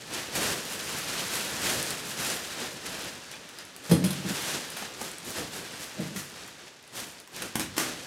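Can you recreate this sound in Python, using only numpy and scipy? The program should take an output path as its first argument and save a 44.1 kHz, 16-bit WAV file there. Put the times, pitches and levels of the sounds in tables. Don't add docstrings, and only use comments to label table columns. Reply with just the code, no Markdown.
import sys
import numpy as np
from scipy import signal
from scipy.fft import rfft, irfft, next_fast_len
from scipy.io import wavfile
from scipy.ndimage import uniform_filter1d

SR = 44100
rng = np.random.default_rng(int(sys.argv[2]) if len(sys.argv) > 2 else 0)


def to_wav(sig):
    pcm = np.clip(np.atleast_2d(sig), -1, 1) * 32767
    pcm = np.round(pcm).astype(np.int16)
    wavfile.write(sys.argv[1], SR, pcm.T)


N = 355446
TIME = np.arange(N) / SR

# frequency in Hz, relative spectral level in dB.
ROOM_TONE_EQ = [(25, -14), (45, -20), (120, -27), (400, 5), (2000, 1), (8000, -14), (16000, -26)]
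SHEET_EQ = [(21, -48), (35, -12), (140, 2.5), (360, 2.5), (420, 1.5), (478, 1.5), (758, -4), (1110, -4.5),
            (1680, -2), (2170, -5.5), (2530, -4), (7420, -8), (11200, -12), (14400, -17.5), (16000, -23)]
TAUT_FILM_EQ = [(100, -5), (300, 2), (600, 2.5), (1200, 6), (2500, 1.5), (6000, -0.5), (11000, -4),
                (14000, -5.5), (16000, -18)]
CARPET_EQ = [(35, -37), (80, -12), (170, 5.5), (330, 1), (560, 2), (900, -15), (2000, -32), (8000, -50)]
# frequency in Hz, t60 in seconds.
ROOM_DECAY = [(100, 0.79), (500, 0.25), (1500, 0.4), (4000, 0.28), (9000, 0.31), (15000, 0.2)]
# time in seconds, level in dB.
SLITHER_LEVEL = [(0, -45), (0.3, -41.5), (1.59, -36.5), (2.02, -41.5), (2.54, -40), (2.77, -44.5),
                 (3.45, -48.5), (3.74, -51), (4.37, -39), (5.19, -47), (5.69, -43.5), (6.49, -50),
                 (6.79, -56), (7.17, -50), (7.28, -57), (7.45, -49.5), (7.72, -48), (8.0, -44.5)]
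# start in seconds, length in seconds, rustle in dB,
# then sizzle of tight creases and flapping of large folds, both in dB relative to the rustle.
SHEET_PULLS = [(0.08, 0.11, -36.5, -7, -6.5), (0.306, 0.082, -34.5, -4, -2), (0.376, 0.13, -32, -5, -1.5),
               (0.656, 0.069, -42.5, 2, -4), (0.822, 0.18, -40, -4.5, -6.5), (1.031, 0.2, -37, -6.5, -7),
               (1.28, 0.11, -36.5, -2, -8), (1.591, 0.14, -32, -3.5, -3), (1.724, 0.21, -39, -5, -1.5),
               (2.03, 0.066, -43.5, 0.5, -7), (2.149, 0.18, -35, -3.5, -6),
               (2.555, 0.094, -37.5, -10, -4.5), (2.803, 0.27, -41, -7.5, -3.5),
               (3.266, 0.046, -47, -15, -7), (3.542, 0.06, -48, -13, -3.5), (3.805, 0.1, -46.5, -5, -4),
               (4.238, 0.24, -38.5, -4, -12), (4.434, 0.115, -35.5, -6.5, -5.5),
               (4.734, 0.095, -43, -7, -3), (4.96, 0.12, -44, -3, -2), (5.224, 0.072, -42.5, 1, -4),
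               (5.324, 0.054, -35, -6, 0), (5.498, 0.075, -43.5, -0.5, 0.5),
               (5.746, 0.095, -45.5, -0.5, -12), (5.977, 0.045, -42, -5.5, -10),
               (6.138, 0.032, -40.5, 0.5, -18), (6.3, 0.16, -47, -9.5, -4.5),
               (6.545, 0.13, -50.5, -13, -4.5), (6.914, 0.1, -40.5, -3.5, -4.5),
               (7.314, 0.052, -40, -8, -3), (7.384, 0.033, -40.5, -6, 3.5), (7.766, 0.13, -38.5, -8, -4)]
# start in seconds, level in dB, t60 in seconds, boom send in dB.
FILM_SNAPS = [(0.353, -26.5, 0.078, -10), (3.7637, -38, .012, -12), (3.896, -35.5, 0.12, 0),
              (3.912, -33, 0.19, -13), (4.04, -29, 0.1, -1), (4.106, -32, 0.05, -14),
              (4.129, -35, 0.046, -14), (4.766, -35, 0.12, -15), (5.015, -33.5, 0.028, 8.5),
              (6.161, -33, 0.089, -0.5), (7.275, -38.5, 0.012, -12), (7.421, -28.5, 0.038, -10),
              (7.556, -21, 0.018, -0.5), (7.596, -26, 0.028, 6.5), (7.604, -31.5, 0.11, -5),
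              (7.766, -32.5, 0.13, 0), (7.7798, -20, 0.036, -5), (7.797, -31, 0.23, -4.5)]
# start in seconds, level in dB.
CREASE_TICKS = [(0.653, -19), (0.986, -16), (1.828, -11), (1.906, -13), (3.315, -22.5), (3.49, -28),
                (3.587, -23.5), (3.652, -28), (3.764, -25), (3.858, -33), (4.703, -19), (5.013, -21),
                (5.029, -21), (5.116, -24), (5.1836, -21), (6.302, -31), (6.478, -28), (6.827, -34),
                (6.877, -31), (7.001, -19), (7.201, -25.5), (7.275, -41), (7.32, -37), (7.364, -20),
                (7.421, -23), (7.5551, -16), (7.5966, -14)]
# start in seconds, level in dB, pitch of the struck spot in Hz, contact time in seconds.
FLOOR_HITS = [(3.895, -5.5, 171, 0.0032), (3.913, 5.5, 172, 0.0016), (4.021, -5.5, 178, 0.0031),
              (4.038, -0.5, 187, 0.0031), (4.107, -10.5, 198, 0.0042), (4.182, -18, 190, 0.003),
              (4.243, -11, 188, 0.0014), (4.301, -11.5, 199, 0.0028), (5.979, -21.5, 170, 0.0015),
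              (5.994, -11, 174, 0.00087), (6.05, -21, 163, 0.0022), (6.108, -21.5, 212, 0.0017),
              (6.153, -13.5, 192, 0.0038)]
# start in seconds, level in dB.
SQUEAK_HITS = [(3.326, -49), (3.338, -42.5)]
SLIDER_HITS = [(3.586, -37)]
BLADE_HITS = [(3.915, -31), (4.043, -31.5), (4.105, -38.5)]
HOLLOW_HITS = [(4.825, -38.5), (5.014, -35)]
# frequency in Hz, relative level in dB, t60 in seconds.
SQUEAK_MODES = [(2410, 1, 0.069), (2550, -3, .13), (3420, -4, 0.097)]
SLIDER_MODES = [(3900, -9, .025), (5000, 1, 0.037)]
BLADE_MODES = [(3280, -2, 0.09), (4210, 1, 0.044), (5000, -2, 0.053), (6060, -15, .12), (8403, -8, .14),
               (8936, -5, .10), (10100, -2, .08), (11000, -3.5, 0.17), (11130, -10, 0.07), (12350, -6, .09),
               (13200, -13, .10), (14200, -13, .07)]
HOLLOW_MODES = [(800, -1, 0.042), (863, 0, 0.047), (1230, -3.5, .08)]
FLOOR_MODES = [(95, -21, 0.19), (144.5, -24, 0.47), (187.4, -23.5, 0.39), (248, -35, 0.52),
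               (323.5, -12.5, 0.15), (391, -27.5, 0.16), (530, -19, 0.083), (625, -18, 0.11)]


def from_db(db):
    return 10 ** (np.asarray(db) / 20)


def unit_rms(x):
    return x / np.sqrt(np.mean(x ** 2) + 1e-20)


def at_hz(points, hz):
    freqs, values = np.transpose(points)
    return np.interp(np.log(np.maximum(hz, 1)), np.log(freqs), values)


def band(x, low_hz, high_hz, order=2):
    edges = np.clip([low_hz, high_hz], 10, .47 * SR)
    return signal.sosfilt(signal.butter(order, edges, "band", fs=SR, output="sos"), x + 1e-18)


def coloured(x, eq):
    size = next_fast_len(N)
    hz = np.arange(size // 2 + 1) * SR / size
    return unit_rms(irfft(rfft(x, size) * from_db(at_hz(eq, hz)), size)[:N])


def drift(rate_hz):
    knots = rng.standard_normal(N // 20)
    return unit_rms(np.interp(TIME * rate_hz, np.arange(len(knots)), knots))


def add(out, start_s, sound):
    start = round(start_s * SR)
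    out[start:start + len(sound)] += sound[:N - start]


def decay(t60):
    return from_db(-60 * TIME[:SR] / max(t60, 1e-4))


def ringing(modes):
    return sum(from_db(db) * decay(t60) * np.sin(2 * np.pi * hz * TIME[:SR]) for hz, db, t60 in modes)


def struck(hits, modes):
    out = np.zeros(N)
    for start, db in hits:
        add(out, start, from_db(db) * ringing(modes))
    return out


def bedroom(x, wet_db, build_s=0.0056):
    edges = np.geomspace(50, 18000, 10)
    tail = sum(band(rng.standard_normal(SR), low, high) * decay(at_hz(ROOM_DECAY, np.sqrt(low * high)))
               for low, high in zip(edges, edges[1:]))
    tail *= np.minimum(TIME[:SR] / build_s, 1)
    return x + from_db(wet_db) * signal.fftconvolve(x, unit_rms(tail) / np.sqrt(SR))[:N]


def wash(x, t60):
    energy = np.abs(signal.fftconvolve(x ** 2, decay(t60 / 2))[:N])
    return rng.standard_normal(N) * np.sqrt(unit_rms(energy))


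def room_tone(level_db=-62):
    return from_db(level_db) * coloured(rng.standard_normal(N), ROOM_TONE_EQ)


def handling(attack_s=0.061, settle_db_per_s=127.5, sizzle_follow=0.54):
    slither_db = np.interp(TIME, *np.transpose(SLITHER_LEVEL))
    sizzle_db = slither_db - 11 + sizzle_follow * (slither_db - slither_db.mean())
    folds_db = slither_db - 5
    power = from_db([slither_db, sizzle_db, folds_db]) ** 2
    for start, length, db, tight_db, flap_db in SHEET_PULLS:
        take_up = np.minimum(TIME[:SR] / attack_s, 1)
        settle = from_db(-settle_db_per_s * np.maximum(TIME[:SR] - length, 0))
        for layer, relative_db in zip(power, (0, tight_db, flap_db)):
            add(layer, start, (from_db(db + relative_db) * take_up * settle) ** 2)
    return 10 * np.log10(power)


def creases(per_s, spread_db, cycles):
    buckles = (rng.random(N) < per_s / SR) * rng.choice([-1, 1], N)
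    strength = np.minimum(rng.exponential(1, N), 3.6)
    facet_hz = np.geomspace(1500, 14000, 14)
    facet_of = rng.integers(0, len(facet_hz), N)
    out = np.zeros(N)
    for facet, hz in enumerate(facet_hz):
        accent = from_db(spread_db * strength * np.sqrt(hz / facet_hz[-1]))
        clicks = buckles * (facet_of == facet) * accent
        radius = from_db(-60 * hz / (cycles * SR))
        resonator = [1, -2 * radius * np.cos(2 * np.pi * hz / SR), radius ** 2]
        out += np.sqrt(hz) * unit_rms(signal.lfilter([1, 0, -1], resonator, clicks + 1e-18))
    return unit_rms(out)


def rustle(level_db, sizzle_db, base_per_s=1500, clump_db=5.0, wash_db=2.5, slide_db=1.5):
    density = base_per_s * from_db(.8 * (level_db - np.mean(level_db)) + clump_db * drift(60))
    grains = creases(density, spread_db=3.5, cycles=4.2)
    grains = unit_rms(grains / np.sqrt(uniform_filter1d(density, size=SR // 10)))
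    reflections = from_db(wash_db) * wash(grains, t60=1.0)
    slide = from_db(slide_db) * rng.standard_normal(N)
    film = coloured(grains + reflections + slide, SHEET_EQ)
    film *= from_db(0.26 * drift(45))
    sizzle = signal.sosfiltfilt(signal.butter(2, 7500, "high", fs=SR, output="sos"), film)
    crinkle = film - sizzle
    crinkle_gain = from_db(level_db + 0.22) / np.std(band(film, 1000, 6000))
    sizzle_gain = from_db(sizzle_db + 0.2) / np.std(band(film, 8000, 16000))
    return band(crinkle * crinkle_gain + sizzle * sizzle_gain, 667, 15300, order=3)


def billow(folds_db, trim_db=-0.2, flap_db=1.2):
    air = unit_rms(band(coloured(rng.standard_normal(N), SHEET_EQ), 37, 853, order=3))
    return air * from_db(folds_db + trim_db + flap_db * drift(35))


def snaps(boom_trim_db=-6.5, min_boom_t60=0.033):
    crack_env, boom_env = np.zeros(N), np.zeros(N)
    for start, db, t60, send_db in FILM_SNAPS:
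        add(crack_env, start, from_db(db) * decay(t60))
        add(boom_env, start, from_db(db + send_db + boom_trim_db) * decay(max(t60, min_boom_t60)))
    tearing = creases(per_s=9000, spread_db=4.0, cycles=3.0) + rng.standard_normal(N)
    crack = band(crack_env * coloured(tearing, TAUT_FILM_EQ), 140, .47 * SR)
    boom = boom_env * unit_rms(band(rng.standard_normal(N), 155, 350, order=3))
    return bedroom(band(crack + boom, 61, 20000), wet_db=-2.0)


def ticks(sizzle_db, trim_db=-4.0, shiver_db=-4.0, strays_per_s=7, stray_spread_db=2.5):
    out = np.zeros(N)
    stray_db = sizzle_db + 20 + stray_spread_db * rng.standard_normal(N)
    is_stray = rng.random(N) < strays_per_s / SR
    for start, db in [*CREASE_TICKS, *zip(TIME[is_stray], stray_db[is_stray])]:
        crack = decay(t60=0.0012) * np.cos(2 * np.pi * rng.uniform(7800, 11000) * TIME[:SR])
        shiver = from_db(shiver_db) * decay(t60=0.008) * rng.choice([-1, 1], SR)
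        add(out, start, from_db(db + trim_db) * (crack + shiver))
    return bedroom(band(out, 3800, 12500), wet_db=-5.5)


def squeak_and_ping():
    squeak = struck(SQUEAK_HITS, SQUEAK_MODES)
    ping = struck(SLIDER_HITS, SLIDER_MODES)
    return bedroom(squeak + ping, wet_db=-11.0)


def floor_thumps(spot_t60=0.089, swell_s=0.15, scuff_db=-17, scuff_loss_db_per_s=4500):
    boom, scuff_env = np.zeros(N), np.zeros(N)
    floor = ringing(FLOOR_MODES)
    swell = 1 - decay(swell_s)
    for start, db, spot_hz, contact_s in FLOOR_HITS:
        push = np.sin(np.pi * np.minimum(TIME[:SR] / max(contact_s, 1e-3), 1))
        response = (ringing([(spot_hz, 0, spot_t60)]) + floor) * swell
        add(boom, start - contact_s / 2, from_db(db) * signal.fftconvolve(push / push.sum(), response))
        scuff_gain = from_db(db + scuff_db - scuff_loss_db_per_s * contact_s)
        add(scuff_env, start, scuff_gain * decay(t60=0.12))
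    scuff = scuff_env * coloured(rng.standard_normal(N), CARPET_EQ)
    return band(boom + bedroom(scuff, wet_db=-1.5), 84, 8000, order=4)


def blade_ring(rattle_depth=0.96):
    rattle = (1 + rattle_depth * drift(700)) / np.sqrt(1 + rattle_depth ** 2)
    return bedroom(struck(BLADE_HITS, BLADE_MODES) * rattle, wet_db=-0.5)


def hollow_taps():
    return bedroom(struck(HOLLOW_HITS, HOLLOW_MODES), wet_db=-7.0)


def scene():
    hush = room_tone()
    rustle_db, sizzle_db, folds_db = handling()
    sheet = rustle(rustle_db, sizzle_db) + billow(folds_db) + snaps()
    spot_effects = floor_thumps() + blade_ring() + squeak_and_ping() + hollow_taps()
    return (sheet + spot_effects + ticks(sizzle_db) + hush)[None]


def record(dry):
    cutoff_hz = 15900
    return signal.sosfilt(signal.ellip(12, .1, 70, cutoff_hz, fs=SR, output="sos"), dry)


dry = scene()
out = record(dry)
to_wav(out)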